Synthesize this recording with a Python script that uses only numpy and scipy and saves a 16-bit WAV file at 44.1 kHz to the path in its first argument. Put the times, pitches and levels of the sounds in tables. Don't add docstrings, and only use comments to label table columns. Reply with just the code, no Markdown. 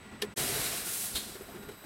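import sys
import numpy as np
from scipy import signal
from scipy.fft import rfft, irfft
from scipy.io import wavfile

SR = 44100
rng = np.random.default_rng(int(sys.argv[2]) if len(sys.argv) > 2 else 0)


def transcribe(signal):
    frames = np.atleast_2d(signal).T
    limited = np.clip(frames, -1, 1)
    pcm = np.round(limited * 32767).astype(np.int16)
    wavfile.write(sys.argv[1], SR, pcm)


N = 81585
GAP_START_S, GAP_END_S = 0.3413, 0.3602

# pitch_hz, level_db
TURNTABLE_NOISE = [(18, -53), (30, -14.5), (197, -7), (324, -14), (389, -13), (691, -21.5), (787, -18.5),
                   (1400, -21.5), (1820, -23), (1970, -20), (7260, -39), (8060, -37), (15500, -49)]
# pitch_hz, level_db
FILLER_NOISE = [(30, -1), (130, 0), (260, 1), (450, -4), (800, -6), (1600, -8), (2500, -12), (4400, -18),
                (6500, -24), (9500, -22), (12500, -23), (15500, -25)]
# pitch_hz, waver_hz, turntable_db, filler_db
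MOTOR_HUM = [(205.9, 12.3, -58, -60.5), (406, 7.1, -73, -62), (1418, 4, -66.5, -67)]
# time_s, level_db
HUM_SWELL = [(0, -4.5), (.13, 2), (.19, -1.5), (.28, 3.5), (.9, -2), (1.28, 1.5), (1.45, -2), (1.6, 5),
             (1.71, 3), (1.8, -7), (1.85, 0.5)]
# pitch_hz, waver_hz
DRIVE_WHINE = [(1943, 4), (3895, 12), (4936, 16), (7982, 12), (8030, 130), (8272, 14), (12123, 10),
               (12200, 200)]
# turntable_db, filler_db
WHINE_LEVELS = [(-65, -74), (-74.5, -66.5), (-86, -72.5), (-68, -67.5), (-70, -69), (-74, -70),
                (-93, -64.5), (-82, -66)]
# start_s, level_db, pitch_hz, fade_s
FRAME_THUDS = [(.372, -39, 145, .16), (.405, -39, 130, .08), (.59, -37.5, 124, .11),
               (1.143, -36.5, 60, .11)]
# start_s, level_db, pitch_hz, contact_s, scuff_db (compared with the knock)
BOTTLE_KNOCKS = [(.115, -54, 401, 0.028, -22), (0.2204, -32.5, 416, 0.022, -14),
                 (.488, -41, 407, 0.011, -14), (.548, -39.5, 425, .022, -16),
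                 (.725, -42.5, 683, 0.0097, -12), (.866, -41.5, 355, 0.0054, -3),
                 (1.28, -47.5, 340, 0.015, -13), (1.352, -39.5, 396, 0.0058, -8.5),
                 (1.407, -37.5, 398.6, 0.0055, -17), (1.482, -49, 679, 0.011, -5),
                 (1.544, -44, 357, 0.025, -12), (1.622, -49.5, 414, 0.0056, -2),
                 (1.685, -39.5, 420, 0.0057, -9), (1.712, -48, 430, 0.0058, -3.5),
                 (1.837, -46, 342, 0.0071, -6)]
# pitch_ratio, level_db, fade_s
BOTTLE_TONES = [(.5, -13, 0.2), (.83, -12, .04), (1, 1.5, 0.037), (1.15, -5.5, 0.028), (1.7, -23.5, .04),
                (3.5, -22, 0.14)]
# pitch_hz, level_db
SCUFF_NOISE = [(200, -9), (700, -4.5), (1500, -5), (3000, -11.5), (6000, -18), (10000, -17), (15000, -24)]
# start_s, level_db
GUIDE_HITS = [(0.2179, -8.5), (0.2212, 0), (0.225, -14)]
# pitch_hz, level_db
CRACK_NOISE = [(350, -14), (600, -21), (1340, -21), (1730, -3), (2400, -10.5), (3160, -0.5), (6670, -15),
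               (12600, -15.5), (15500, -27)]
# pitch_hz, level_db, fade_s
GUIDE_TONES = [(1040, -8, .05), (1780, 1, 0.067), (2450, -11, 0.12), (2860, 0, 0.044), (2990, -3, 0.037),
               (3250, 0, .035), (3760, -4, .03), (4070, -6, .03), (4370, -8, .03), (5040, -5, 0.027)]
# pitch_hz, level_db
PUFF_NOISE = [(120, -28), (200, -3), (400, -4.5), (1000, -14), (1400, -6), (2000, -8.5), (3800, -8),
              (6200, -10.5), (8400, -4.5), (13000, -7.5), (15500, -18)]
# pitch_hz, width_hz, level_db
STOP_PEAKS = [(3280, 380, -6), (3690, 300, -2.5), (4250, 400, -3)]
# pitch_hz, level_db
HOSE_NOISE = [(250, 0), (700, -4), (2000, -7), (4200, 3), (6500, -6), (8300, 0.5), (12000, -9),
              (15500, -15)]
# pitch_hz, level_db
FIRST_HISS = [(410, -39), (700, -3), (839, -11.5), (1090, -6.5), (1390, -2.5), (1520, -1.5), (2000, -2),
              (3540, -4), (3970, -3), (6680, -5), (8320, -2), (12600, -4), (15500, -13.5)]
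# pitch_hz, level_db
SECOND_HISS = [(700, -18), (2000, -7), (4500, -4), (7000, -1), (8300, 2), (10500, 3.5), (12600, 0),
               (15500, -5)]
# pitch_hz, width_hz, level_db (compared with the hiss)
SILENCER_PEAKS = [(3910, 57, 1), (8240, 280, -5.5), (10700, 200, -14), (12500, 200, -7)]
# pitch_hz, level_db
ROAR_NOISE = [(40, -6.5), (120, -4), (200, -4.5), (290, -5.5), (410, -0.5), (520, -6), (700, -5),
              (1000, -12), (2000, -26)]
# pitch_hz, width_hz, level_db (compared with the roar)
CABINET_PEAKS = [(131, 21, 7.5), (203, 9.3, -1), (396, 69, -15), (555, 6.5, 4.5), (686, 11, -10)]

TIME_S = np.arange(N) / SR
FREQ_HZ = np.arange(N // 2 + 1) * SR / N


def gain(db):
    return 10 ** (np.asarray(db) / 20)


def colour(points):
    freq = FREQ_HZ + 1e-6
    hz, db = np.array(points).T
    return gain(np.interp(np.log(freq), np.log(hz), db)) * np.minimum(freq / hz[0], 1) ** 2


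def peaks(rows):
    return sum(gain(db) / (1 + (2 * (FREQ_HZ - hz) / width) ** 2) for hz, width, db in rows)


def noise(shape):
    shaped = irfft(rfft(rng.standard_normal(N)) * shape, N)
    return shaped / np.sqrt(np.mean(shaped ** 2))


def wobble(rate_hz):
    return noise(np.exp(-(FREQ_HZ / rate_hz) ** 2))


def strike(start_s, fade_s, rise_s, hold_s=0):
    age = np.maximum(TIME_S - start_s, 0)
    fading_s = np.maximum(age - rise_s - hold_s, 0)
    return np.minimum(age / rise_s, 1) * gain(-60 * fading_s / fade_s)


def ring(start_s, tones, rise_s, hold_s=0):
    return sum(gain(db) * strike(start_s, fade_s, rise_s, hold_s)
               * np.sin(2 * np.pi * hz * (TIME_S - start_s)) for hz, db, fade_s in tones)


def wavering_tones(rows, waver_db):
    out = 0
    for hz, waver_hz, turntable_db, filler_db in rows:
        phase = 2 * np.pi * np.cumsum(hz + waver_hz / 2 * wobble(waver_hz)) / SR
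        level_db = np.where(TIME_S > GAP_START_S, filler_db, turntable_db) + waver_db * wobble(45)
        out = out + np.sqrt(2) * gain(level_db) * np.sin(phase)
    return out


def machines():
    at_filler = gain(-50.5) * noise(colour(FILLER_NOISE))
    at_turntable = gain(-50) * noise(colour(TURNTABLE_NOISE))
    hall = np.where(TIME_S > GAP_START_S, at_filler, at_turntable)
    bass = irfft(rfft(hall) * peaks([(0, 1100, 0)]), N)
    swell = gain(np.interp(TIME_S, *np.array(HUM_SWELL).T))
    rumble = bass * gain(1.5 * wobble(30))
    hum = wavering_tones(MOTOR_HUM, waver_db=2.5)
    whine = wavering_tones(np.hstack([DRIVE_WHINE, WHINE_LEVELS]), waver_db=1.5)
    treble = (hall - bass) * gain(1.5 * wobble(22))
    return swell * (rumble + hum) + treble + whine


def hall_echo(sound):
    tail = rng.standard_normal(N) * strike(0.0046, fade_s=0.55, rise_s=0.0061)
    return signal.fftconvolve(sound, tail / np.sqrt(np.sum(tail ** 2)))[:N]


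def frame_thuds():
    return sum(ring(start_s, [(hz, db, fade_s)], rise_s=0.006)
               for start_s, db, hz, fade_s in FRAME_THUDS)


def bottles():
    out, rise_s = 0, 0.0044
    for start_s, level_db, pitch_hz, contact_s, scuff_db in BOTTLE_KNOCKS:
        tones = [(pitch_hz * ratio, db, fade_s) for ratio, db, fade_s in BOTTLE_TONES]
        body = ring(start_s, tones, rise_s, contact_s)
        rub = strike(start_s, fade_s=0.067, rise_s=rise_s, hold_s=contact_s)
        scuff = gain(scuff_db) * noise(colour(SCUFF_NOISE)) * rub
        out = out + gain(level_db) * (body + scuff)
    return out


def guide_clack():
    cracks = sum(gain(db) * noise(colour(CRACK_NOISE)) * strike(start_s, fade_s=0.046, rise_s=0.00045)
                 for start_s, db in GUIDE_HITS)
    hardest_s, _ = max(GUIDE_HITS, key=lambda hit: hit[1])
    steel = ring(hardest_s, GUIDE_TONES, rise_s=0.0006, hold_s=0.0027)
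    return gain(-26) * cracks + gain(-34.5) * steel


def air_flow(start_s, rise_s, hold_s, slope_db_per_s, drop_db_per_s):
    age = np.maximum(TIME_S - start_s, 0)
    level_db = slope_db_per_s * np.minimum(age, hold_s) - drop_db_per_s * np.maximum(age - hold_s, 0)
    flutter_db = 0.9 * wobble(45)
    return np.minimum(age / rise_s, 1) * gain(level_db + flutter_db)


def end_stop():
    puff = noise(colour(PUFF_NOISE)) * strike(1.148, fade_s=0.22, rise_s=0.0098)
    metal = noise(peaks(STOP_PEAKS)) * strike(1.147, fade_s=0.2, rise_s=0.015)
    hoses = noise(colour(HOSE_NOISE))
    hoses *= air_flow(1.126, rise_s=0.017, hold_s=0.22, slope_db_per_s=-31, drop_db_per_s=197)
    return gain(-32) * puff + gain(-32.5) * metal + gain(-44) * hoses


def cabinet_panels(hiss, count=14, longest_s=0.03):
    delays = (rng.uniform(0.05, 1, count) * longest_s * SR).astype(int)
    echoes = np.zeros(N)
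    echoes[delays] = rng.choice([-1, 1], count) * gain(-8) / np.sqrt(count)
    echoes[0] = 1
    return signal.fftconvolve(hiss, echoes / np.sqrt(np.sum(echoes ** 2)))[:N]


def valves():
    silencer = 1 + peaks(SILENCER_PEAKS)
    opening_spurt = 1 + gain(-12) * strike(0.364, fade_s=0.064, rise_s=0.011)
    first = noise(colour(FIRST_HISS) * silencer) * opening_spurt
    first *= air_flow(0.355, rise_s=0.0068, hold_s=0.29, slope_db_per_s=-0.5, drop_db_per_s=32.5)
    roar = noise(colour(ROAR_NOISE) * (1 + peaks(CABINET_PEAKS)))
    roar *= air_flow(0.332, rise_s=0.012, hold_s=0.27, slope_db_per_s=-8.5, drop_db_per_s=37)
    second = noise(colour(SECOND_HISS) * silencer)
    second *= air_flow(0.85, rise_s=0.0079, hold_s=0.16, slope_db_per_s=25.5, drop_db_per_s=60)
    return gain(-33) * first + gain(-39) * roar + gain(-38.5) * second


def scene():
    air = cabinet_panels(valves()) + end_stop()
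    mix = machines() + air + gain(-19.5) * hall_echo(air) + guide_clack() + bottles() + frame_thuds()
    return np.array([mix, mix])


def record(dry, fade_out_s=0.013, fade_in_s=0.021, top_hz=15800):
    turntable_fade = np.clip((GAP_START_S - TIME_S) / fade_out_s, 0, 1)
    filler_fade = np.clip((TIME_S - GAP_END_S) / fade_in_s, 0, 1)
    treble_cut = signal.ellip(10, 0.2, 80, top_hz, fs=SR, output="sos")
    return signal.sosfilt(treble_cut, dry * (turntable_fade + filler_fade))


dry = scene()
out = record(dry)
transcribe(out)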